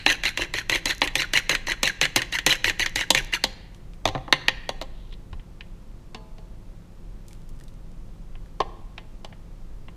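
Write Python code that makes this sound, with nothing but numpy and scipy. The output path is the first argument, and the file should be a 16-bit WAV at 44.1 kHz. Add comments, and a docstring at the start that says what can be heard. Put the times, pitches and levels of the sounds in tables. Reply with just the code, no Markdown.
"""A fork clacks and swishes through eggs in a plastic bowl, six strokes a second, in a kitchen.
Each impact excites the bowl's damped modes, while air cavities in the churned egg resonate as wet notes.
The fork is tapped clean on the rim; then the bowl knocks a steel mixing bowl into ringing as the egg
is poured in, drop by drop. Reflections follow every sound, over a low hum and rumble."""
import sys
import numpy as np
from scipy import signal
from scipy.fft import rfft, irfft
from scipy.io import wavfile

SR = 44100
rng = np.random.default_rng(int(sys.argv[2]) if len(sys.argv) > 2 else 0)


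def put_to_file(sound):
    """Save the sound as 16-bit audio at rate SR, in the file named by the first command-line argument."""
    columns = np.atleast_2d(sound).T  # one column per channel
    safe = np.clip(columns, -1, 1)
    whole_steps = np.round(safe * 32767)
    wavfile.write(sys.argv[1], SR, whole_steps.astype(np.int16))


N = 439236

# Bending modes of the tines: pitch_hz, gain_db, t60_s
TINE_MODES = [(3713, 2, .035), (4040, 6.5, .035)]
# Knocks of the fork on bare plastic: start_s, level_db, body_db, edge_db
FORK_TAPS = [(.0625, -16.5, -8.5, -21.5), (1.0169, -19.5, -6.5, -19), (3.1042, -28, 4.5, 8.5),
             (3.4386, -26, -3, -2), (4.054, -28.5, 6.5, -6), (4.0751, -37.5, 6.5, -5),
             (4.0864, -39, 5, -7.5), (4.1485, -39.5, 8, -23.5), (4.1554, -45.5, 15, -22.5),
             (4.1769, -47, 3.5, -27.5), (4.2788, -51.5, 13.5, -25.5), (4.3252, -14, -8.5, -17.5),
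             (4.4821, -16, -14, -21.5), (4.6906, -36, 6, -4), (4.8133, -41.5, 5, -6.5), (4.822, -50, 5, -1)]
# Beating strokes: start_s, flick_time_s, length_s, clack_db, firmness_db, swish_db, glug_db, pocket_hz
FORK_STROKES = [(.063, 0.0997, 0.091, -26.5, -14.5, -19, -36, 2860),
                (.2352, 0.253, 0.073, -26.5, -16, -21.5, -44, 2180),
                (.3737, .419, 0.081, -26, -14, -25.5, -31.5, 2820),
                (.538, 0.584, 0.079, -26.5, -16, -26, -40.5, 1940),
                (.696, 0.756, 0.09, -22.5, -11.5, -21.5, -31, 2090),
                (.8558, 0.907, 0.076, -27, -4.5, -22, -36.5, 2020),
                (1.0169, 1.0738, 0.053, -38, -10.5, -26, -31, 2680),
                (1.154, 1.219, .094, -22, -10, -23, -38, 2020),
                (1.3346, 1.373, 0.066, -23, -10.5, -18, -45, 2020),
                (1.4938, 1.5498, 0.058, -22, -8.5, -20.5, -29.5, 2100),
                (1.67, 1.718, 0.067, -30, -17.5, -24, -34.5, 1930),
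                (1.8306, 1.8745, 0.076, -25.5, -2, -21, -38, 2000),
                (2.0129, 2.0526, 0.047, -20.5, -9.5, -21, -36, 1950),
                (2.1603, 2.218, 0.047, -21, -4, -24, -29.5, 2780),
                (2.3241, 2.3861, .05, -31, -13.5, -23, -49, 2040),
                (2.4636, 2.525, 0.098, -20.5, -4, -18.5, -38.5, 2940),
                (2.6428, 2.6963, 0.068, -19.5, -18, -21, -33.5, 2050),
                (2.7951, 2.8601, 0.056, -27, -10.5, -21.5, -37, 2020),
                (2.9577, 3.009, 0.083, -24.5, -9, -24, -41, 2030),
                (3.1478, 3.175, 0.057, -19, -11.5, -22.5, -32.5, 2150),
                (3.324, 3.336, 0.048, -39, -19.5, -24.5, -39.5, 1834)]
def fork():
    """Impact: tines clack through the egg and flick the far wall; on bare plastic they ring and rebound."""
    out = np.zeros(N)
    through_egg_db, bare_plastic_db = (-2, -2, 1.5), (-3.5, 2, 8.5)  # thud, hollow, clink
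    flick = registers(body_db=-18, edge_db=-12.5, tint_db=through_egg_db)
    for start_s, flick_s, _, clack_db, firmness_db, swish_db, _, _ in FORK_STROKES:
        clack = registers(firmness_db, 3.5 + .99 * firmness_db, through_egg_db)  # firmer is brighter
        add(out, start_s, blow(clack_db, clack, crack_s=.0024, rattle_db=-11.5, modes_db=-30.5))
        add(out, flick_s, blow(swish_db - 2, flick, crack_s=.0025, rattle_db=-12.5, modes_db=-31))
    for start_s, level_db, body_db, edge_db in FORK_TAPS:
        tap = registers(body_db, edge_db, bare_plastic_db)
        add(out, start_s, amp(level_db + edge_db) * ring(TINE_MODES, clock(.1), detune=.01))
        for delay_s, db in [(0, level_db), (.0085, level_db - 19.5)]:  # springy tines strike twice
            knock = blow(db, tap, crack_s=.0022, rattle_db=-15, rattle_s=.008, modes_db=-35)
            add(out, start_s + delay_s, knock)
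    return out


def registers(body_db, edge_db, tint_db):
    """Spectral balance of a contact, in dB: body lifts the two low bands, edge the two high ones."""
    thud_db, hollow_db, clink_db = tint_db
    return body_db + thud_db, body_db + hollow_db, 0, clink_db + .55 * edge_db, edge_db


# Limits of the thud, hollow, middle, clink and tick bands: edge_hz
REGISTER_EDGES = [120, 550, 1300, 2900, 5200, 15500]
# Modes of the plastic bowl: pitch_hz, gain_db, t60_s
PLASTIC_MODES = [(310, -3.5, .14), (395, -6.5, 0.25), (525, 0.5, 0.15), (772, -3, 0.21), (810, -0.5, .15),
                 (1058, -1.5, .17), (1133, -4, .1), (1827, 3, .13), (2059, -0.5, 0.2), (2440, -6.5, .12),
                 (2850, -3, .14), (3054, 2.5, .13), (3386, 0, .2), (3960, 4, .1), (6060, -5, .14)]
# Spectrum of a blow on plastic: frequency_hz, gain_db
BLOW_SPECTRUM = [(150, -8), (300, 5), (430, -5), (600, 0), (900, 5), (1100, -2.5), (1400, -8.5), (1900, 7),
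                 (3000, -3), (4100, 0), (5100, -13.5), (6300, -1.5), (8500, -12), (14500, -21)]
def blow(level_db, registers_db, crack_s, rattle_db, modes_db, rattle_s=.011, spectrum=BLOW_SPECTRUM):
    """Impulse response of the bowl: a crack, its scatter round the wall, and the plastic's modes."""
    t = clock(.2)
    decay = np.exp(-t / crack_s) + amp(rattle_db) * np.exp(-t / rattle_s)
    rise = 1 - np.exp(-t / .0004)
    crack = colour(decay * rise * rng.choice([-1, 1], len(t)), spectrum)
    strike = crack + amp(modes_db) * ring(PLASTIC_MODES, t, detune=.0044)
    out, attack_samples = np.zeros(len(t)), int(.011 * SR)
    # Where and how flat the blow lands sets the weight of each band.
    for lo_hz, hi_hz, db in zip(REGISTER_EDGES, REGISTER_EDGES[1:], registers_db):
        damping = np.exp(-t * (lo_hz / 650) ** 2)  # plastic damps the treble first
        part = band(strike, lo_hz, hi_hz, order=4) * damping
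        out += amp(level_db + db) * part / np.std(part[:attack_samples])
    return out


# Swish on entry, relative to its crest; loosened egg churns at once: time_s, gain_db
ENTRY_GAIN = [(0, -6), (1.2, -3), (1.5, -3), (3.3, 1.5)]
def eggs():
    """Air entrainment: an opening wash dies away, each stroke swishes, and foam pops in between."""
    t = np.arange(N) / SR
    out = amp(-41 - 140 * np.minimum(t, 2)) * unit(colour(rng.standard_normal(N), CHURN_SPECTRUM))
    for start_s, _, length_s, _, _, swish_db, glug_db, pocket_hz in FORK_STROKES:
        entry_db = swish_db + np.interp(start_s, *np.transpose(ENTRY_GAIN))
        spray_db = -15 + .32 * start_s  # spray grows as the egg froths
        times_s = start_s - .002, start_s + .54 * length_s, start_s + length_s
        add(out, start_s, swish(*times_s, entry_db, swish_db, glug_db, spray_db, pocket_hz))
    beating = np.interp(t, [0, 3.3, 3.6], [1, 1, 0])
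    foam = colour(crackle(N, per_s=40, spread_db=9), SPRAY_SPECTRUM)
    return out + amp(-56) * beating * foam


# Spectra of churned egg, its fine spray and its heavy fold: frequency_hz, gain_db
CHURN_SPECTRUM = [(150, -24.5), (400, -13.5), (1200, -10.5), (1850, 1.5), (2900, 3), (3500, -10),
                  (4100, 3.5), (5000, -15), (8000, -22), (15000, -35.5)]
SPRAY_SPECTRUM = [(2000, -23.5), (5000, -5), (6100, 5.5), (7300, -6), (9300, -15), (10600, -5.5),
                  (12300, -10), (15000, -20)]
GLUG_SPECTRUM = [(120, -36.5), (240, -17), (325, 8), (440, -4.5), (560, -1.5), (720, -7), (980, -2.5),
                 (1300, -12), (2200, -41)]
def swish(start_s, crest_s, end_s, entry_db, crest_db, glug_db, spray_db, pocket_hz):
    """Cavity resonance: amid froth, an air pocket behind the tines rises in pitch, opens and falls."""
    length_s = end_s - start_s
    t = start_s + clock(length_s + .03)
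    n = len(t)
    knots_s = [start_s, start_s + .014, crest_s - .008, crest_s + .0078, end_s, end_s + .023]
    knots_s = np.maximum.accumulate(knots_s)
    force_db = [entry_db - 7.5, entry_db, crest_db, crest_db - .5, crest_db - 15.5, crest_db - 45]
    force = amp(np.interp(t, knots_s, force_db))
    froth = wall_echo(colour(crackle(n, per_s=2500, spread_db=6.5), CHURN_SPECTRUM))
    glide_hz = pocket_hz * np.interp(t, knots_s, [.85, .98, 1.08, 1.03, .78, .7])
    glide_hz *= 1 + .019 * wobble(n, 20, 110)
    pocket = resonate(crackle(n, per_s=3000, spread_db=11), glide_hz, width_hz=130)
    pocket = unit(resonate(pocket, glide_hz, width_hz=400))
    spray = wall_echo(colour(crackle(n, per_s=900, spread_db=5), SPRAY_SPECTRUM))
    bubbles, fizz = np.zeros((2, n))
    for when, pitch, life in rng.random((8, 3)):
        add(bubbles, when * length_s, bubble(1600 * 2.8 ** pitch, cycles=7 + 12 * life, glide=.011))
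    for when, pitch, life in rng.random((12, 3)):
        ping = bubble(5600 * 2.2 ** pitch, cycles=10 + 20 * life, glide=.01)
        add(fizz, when * length_s, amp(-8 * pitch) * ping)
    wet = amp(-6.5) * froth + amp(-9) * pocket + amp(-10.5) * unit(bubbles)
    mist = amp(spray_db) * (spray + amp(-10) * unit(fizz))
    # The heavy fold of egg slaps down ahead of the crest.
    fold = amp(np.interp(t, knots_s, [-8.5, -.5, -7, -3.5, -12, -39.5]))
    glug = unit(colour(crackle(n, per_s=660, spread_db=6.5), GLUG_SPECTRUM))
    return force * (wet + mist) + amp(glug_db) * fold * glug


def wall_echo(x):
    """Comb filtering: an echo off the bowl wall, by a different path each stroke, hollows the sound."""
    lag = int(SR * rng.uniform(.00015, .0011))
    return unit(x + .63 * rng.choice([-1, 1]) * np.roll(x, lag))


def bubble(hz, cycles, glide):
    """Damped oscillation: a small air cavity rings for some cycles while its pitch slides."""
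    age = clock(4 * cycles / hz) * hz / cycles
    envelope = (1 - np.exp(-6 * age)) * np.exp(-age)
    return envelope * np.sin(2 * np.pi * cycles * age * (1 + glide * age))


def spits():
    """Film rupture: froth bursts at the tine tips, starting just before each clack."""
    out, lead_s = np.zeros(N), .007
    n = int(2 * lead_s * SR)
    for start_s, *_ in FORK_STROKES:
        level_db = -44 + 6.5 * rng.uniform(-1, 1)
        spray = unit(colour(rng.standard_normal(n), SPRAY_SPECTRUM))
        add(out, start_s - lead_s, amp(level_db) * np.hanning(n) * spray)
    return out


# Air cavities that sing as they open, relative to the swish: pitch_hz, gain_db
CAVITY_NOTES = [(980, -12.5), (2000, -1.5), (2800, -3), (4000, -4)]
def squelches():
    """Cavity resonance: each size sings once a stroke; the trough closes with a falling gulp."""
    out = np.zeros(N)
    squelch_half_s, gulp_half_s = .013, .02
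    for start_s, _, length_s, _, _, swish_db, _, _ in FORK_STROKES:
        for hz, db in CAVITY_NOTES:
            strength, pitch, slide = np.clip(rng.standard_normal(3), -1.5, 1.5)
            squelch = cavity_note(hz * (1 + .014 * pitch), slide=.05 * slide, half_s=squelch_half_s)
            centre_s = start_s + rng.uniform(.19, .64) * length_s
            add(out, centre_s - squelch_half_s, amp(swish_db + db + 4 * strength) * squelch)
        strength, pitch = rng.uniform(-1, 1, 2)
        gulp = cavity_note(1717 * (1 + .08 * pitch), slide=-.27, half_s=gulp_half_s)
        add(out, start_s + .91 * length_s - gulp_half_s, amp(swish_db - 9 + 7.5 * strength) * gulp)
    return out


def cavity_note(hz, slide, half_s):
    """Amplitude modulation: thick egg makes a cavity's sliding note flutter as it swells and fades."""
    t = clock(2 * half_s) - half_s
    envelope = np.cos(np.pi / 2 * t / half_s) ** 4
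    flutter = unit(1 + .62 * wobble(len(t), 30, 160, order=2))
    glide_hz = hz * (1 + slide * t / half_s)
    return envelope * flutter * np.sin(2 * np.pi * np.cumsum(glide_hz) / SR)


# Modes of the plastic rim and of the steel bowl: pitch_hz, gain_db, t60_s
RIM_MODES = [(1067, 3.5, 0.047), (1134, -10, 0.091)]
STEEL_MODES = [(438, 0.5, 0.56), (642, -6.5, 1.5), (864, -2, 0.75), (1010, -2, 0.52), (1070, -15, 0.61),
               (1220, -16, 0.86), (1280, -19, 0.82), (1670, -9, 0.42), (4420, -7, 0.28)]
# Spectrum of the plastic bowl's side bumping the steel one: frequency_hz, gain_db
BUMP_SPECTRUM = [(220, -5), (420, 4.5), (520, -9.5), (740, 10), (900, 7), (1080, 3.5), (1230, -10.5),
                 (3300, -2), (14000, -40)]
# Bumps between the bowls: start_s, level_db, body_db, edge_db, steel_db
BOWL_KNOCKS = [(5.1257, -52, -12.5, -14.5, -72), (5.3288, -50.5, 4, -17, -85),
               (5.3953, -55, -15, -31.5, -83), (5.6074, -41, -29, -24, -84), (6.1458, -44.5, 3, -6, -48),
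               (6.3819, -60, 5.5, -8, -63), (8.3532, -53, -4, -29.5, -83), (8.6029, -34.5, 14.5, -8.5, -58),
               (8.6154, -42.5, 8, -20, -85.5), (8.9786, -39.5, -6.5, -20, -58.5), (9.246, -49, 9, -1, -58),
               (9.3252, -50, -2.5, -45, -82), (9.8826, -48.5, -4, -32.5, -82)]
def bowl_knocks():
    """Free vibration: after a bump the plastic rim dies quickly; the lightly damped steel rings on."""
    out, t = np.zeros(N), clock(1.2)
    for start_s, level_db, body_db, edge_db, steel_db in BOWL_KNOCKS:
        balance = registers(body_db, edge_db, tint_db=(-6, -1.5, 5.5))
        add(out, start_s, blow(level_db, balance, crack_s=.0031, rattle_db=-20.5, rattle_s=.0085,
                               modes_db=-39, spectrum=BUMP_SPECTRUM))
        add(out, start_s, amp(level_db + body_db) * ring(RIM_MODES, t, detune=0))
        add(out, start_s, amp(steel_db) * ring(STEEL_MODES, t, detune=0))
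    return out


# Envelope of the sliding steel bowl: time_s, level_db
SCRAPE_ENVELOPE = [(4.85, -90), (4.95, -64), (5.1, -64.5), (5.14, -50.5), (5.17, -93)]
def scrape():
    """Friction: the steel bowl slides round with a faint, thin noise."""
    friction = band(crackle(N, per_s=1800, spread_db=4.5), 2900, 4000, order=2)
    return swell(SCRAPE_ENVELOPE) * unit(friction)


# Large drops of egg, off the fork and then onto butter: start_s, level_db, pitch_hz
EGG_DROPS = [(3.7463, -39.5, 3091), (3.935, -42.5, 2400), (7.2826, -39, 6000), (7.31, -42, 2220),
             (7.3486, -45, 2590), (7.4917, -46, 6450), (7.6098, -40, 1820), (7.638, -45, 6500),
             (7.6814, -42, 3720), (8.459, -46.5, 1644)]
def drips():
    """Drop impact: each lands with a sticky tick, a bubble's plop and a brief crackle of foam."""
    out, t = np.zeros(N), clock(.05)
    for start_s, db, hz in EGG_DROPS:
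        tick = band(rng.standard_normal(len(t)) * np.exp(-t / .002), hz / 2, 2 * hz, order=2)
        foam = band(crackle(len(t), per_s=400, spread_db=1), 2800, 11000, order=2) * np.exp(-t / .018)
        add(out, start_s, amp(db) * (tick + amp(-17) * foam))
        add(out, start_s, amp(db - 4) * bubble(hz, cycles=6, glide=.012))
    return out


# Envelope of the pour's fine spatter: time_s, level_db
SPATTER_ENVELOPE = [(7.2, -94.5), (7.3, -63.5), (7.45, -74.5), (7.63, -69.5), (7.9, -76), (8.6, -94)]
def spatter():
    """Shot noise: tiny foam bubbles burst at random as the stream of egg lands."""
    bursts = band(crackle(N, per_s=120, spread_db=7.5), 2040, 9500, order=2)
    return swell(SPATTER_ENVELOPE) * unit(bursts)


# Dull thumps of the bowls on worktop and mixer: start_s, level_db, pitch_hz, decay_s
BOWL_THUMPS = [(3.106, -18, 185, 0.0095), (3.44, -30, 202, .02), (4.053, -27, 96.2, .04),
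               (4.151, -24, 135, 0.023), (4.327, -28.5, 147, 0.033), (5.328, -17, 67, 0.0096),
               (6.144, -34, 225.4, 0.018)]
def worktop():
    """Structure-borne sound: the bowl's foot passes on a few firm thumps and a soft push per stroke."""
    out, t = np.zeros(N), clock(.25)
    pushes = [(start_s + .008, clack_db - 7 + .37 * firmness_db, rng.uniform(85, 150), .035)
              for start_s, _, _, clack_db, firmness_db, *_ in FORK_STROKES]
    for start_s, db, hz, decay_s in BOWL_THUMPS + pushes:
        envelope = np.exp(-t / decay_s) - np.exp(-t / .0044)
        add(out, start_s, amp(db) * envelope * np.sin(2 * np.pi * hz * t))
    return out


# Echoes from the mixer, worktop and wall: delay_s, gain_db
EARLY_ECHOES = [(.0021, -27), (.0097, -19), (0.0105, -20)]
def with_echoes(x):
    """Early reflection: nearby surfaces add delayed, weaker copies to the direct sound."""
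    out = x.copy()
    for delay_s, db in EARLY_ECHOES:
        add(out, delay_s, amp(db) * x)
    return out


# Reverberation time of the kitchen: frequency_hz, t60_s
REVERB_TIME = [(150, .5), (600, 0.7), (2000, 1.07), (4000, 0.7), (8000, 0.3), (15000, 0.25)]
# Spectrum of its reverberation: frequency_hz, gain_db
REVERB_SPECTRUM = [(150, -8.5), (600, -15.5), (2000, -17.5), (4000, -19), (8000, -15.5), (15000, -20)]
def kitchen(x):
    """Reverberation: sparse reflections die away exponentially, each band at its own rate."""
    t = clock(.9)
    taps = rng.choice([-1, 1], len(t)) * (rng.random(len(t)) < 4000 / SR) * (t > .006)
    hz, frame_s, bands = signal.stft(taps, SR, nperseg=256)
    t60_s = read(REVERB_TIME, hz)[:, None]
    bands *= amp(read(REVERB_SPECTRUM, hz)[:, None] - 60 * frame_s / t60_s)
    bands *= np.sqrt(np.log(1e6) / t60_s)  # a longer decay carries no extra energy
    tail = signal.istft(bands, SR, nperseg=256)[1] / np.sqrt(SR * np.mean(taps ** 2))
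    return signal.fftconvolve(x, tail)[:N]


# Spectrum of the room's air: frequency_hz, gain_db
AIR_SPECTRUM = [(14, -1), (24, 2), (32, -3), (43, -2.5), (66, -19), (140, -18), (240, -26.5), (450, -33.5),
                (700, -38), (1100, -40.5), (1600, -46.5), (3000, -50), (7000, -55), (15000, -64)]
# Tones of an appliance: pitch_hz, level_db
HUM_TONES = [(101, -55), (171.5, -57), (199.2, -67.5), (345, -67), (425.3, -77.5), (527, -70)]
def background():
    """Continuous and line spectra: room air rumbles under an appliance hum that wavers in phase."""
    t, hz = np.arange(N) / SR, np.fft.rfftfreq(N, 1 / SR)
    air = rfft(rng.standard_normal(N)) * amp(read(AIR_SPECTRUM, hz)) * (hz > 14)
    out = amp(-38.5) * unit(irfft(air, N))
    for hum_hz, db in HUM_TONES:
        out += amp(db) * np.sqrt(2) * np.sin(2 * np.pi * hum_hz * t + .7 * wobble(N, .5, 5.7))
    return out


def ring(modes, t, detune):
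    """Modal superposition: decaying sines, each shifted a little by the point of contact."""
    hz, db, t60_s = np.transpose(modes)[:, :, None]
    hz = hz * (1 + detune * rng.standard_normal(hz.shape))
    polarity = rng.choice([-1, 1], hz.shape)
    return (amp(db - 60 * t / t60_s) * np.sin(2 * np.pi * hz * t) * polarity).sum(0)


def crackle(n, per_s, spread_db):
    """Poisson process: random clicks, a few of them large."""
    size = amp(spread_db * np.minimum(rng.exponential(1, n), 4))
    return unit(size * rng.choice([-1, 1], n) * (rng.random(n) < per_s / SR))


def wobble(n, lo_hz, hi_hz, order=1):
    """Random modulation: band-limited noise of rms 1."""
    return unit(band(rng.standard_normal(n), lo_hz, hi_hz, order))


def resonate(x, hz, width_hz):
    """Forced resonance whose centre follows the curve hz."""
    carrier = np.exp(2j * np.pi * np.cumsum(hz) / SR)
    pole = np.exp(-np.pi * width_hz / SR)
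    return 2 * (carrier * signal.lfilter([1 - pole], [1, -pole], x / carrier)).real


def colour(x, spectrum, size=2048):
    """Minimum-phase filter with the given spectrum."""
    log_gain = np.log(amp(read(spectrum, abs(np.fft.fftfreq(size, 1 / SR)))))
    taps = np.fft.ifft(np.exp(np.conj(signal.hilbert(log_gain)))).real
    return signal.fftconvolve(x, taps)[:len(x)]


def band(x, lo_hz, hi_hz, order):
    """Causal band-pass."""
    return signal.sosfilt(signal.butter(order, [lo_hz, hi_hz], "band", fs=SR, output="sos"), x)


def swell(points):
    """Gain over the scene from (time_s, level_db) points, silent outside them."""
    time_s, db = np.transpose(points)
    return np.nan_to_num(amp(np.interp(np.arange(N) / SR, time_s, db, left=np.nan, right=np.nan)))


def read(points, hz):
    """Interpolation on a log-frequency axis."""
    points_hz, values = np.transpose(points)
    return np.interp(np.log(hz + 1), np.log(points_hz), values)


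def amp(db):
    """Decibels to gain."""
    return 10 ** (np.asarray(db) / 20)


def unit(x):
    """Scales to rms 1."""
    return x / np.sqrt(np.mean(x ** 2) + 1e-20)


def clock(seconds):
    """Time axis of a given length."""
    return np.arange(int(seconds * SR)) / SR


def add(mix, start_s, sound):
    """Mixes a sound in at start_s."""
    part = mix[max(round(start_s * SR), 0):][:len(sound)]
    part += sound[:len(part)]


def scene():
    """Superposition: the sources on the worktop, their reflections and the background, in mono."""
    beating = fork() + eggs() + spits() + squelches()
    direct = beating + bowl_knocks() + scrape() + drips() + spatter() + worktop()
    return (with_echoes(direct) + kitchen(direct) + background())[None]


def record(dry):
    """Clipping and band limiting: the loudest clacks overload, then a low-pass cuts at 15.4 kHz."""
    low_pass = signal.firwin(255, 15400, window=("kaiser", 8), fs=SR)
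    return signal.oaconvolve(np.clip(dry, -1, 1), low_pass[None], "same")


dry = scene()
out = record(dry)
put_to_file(out)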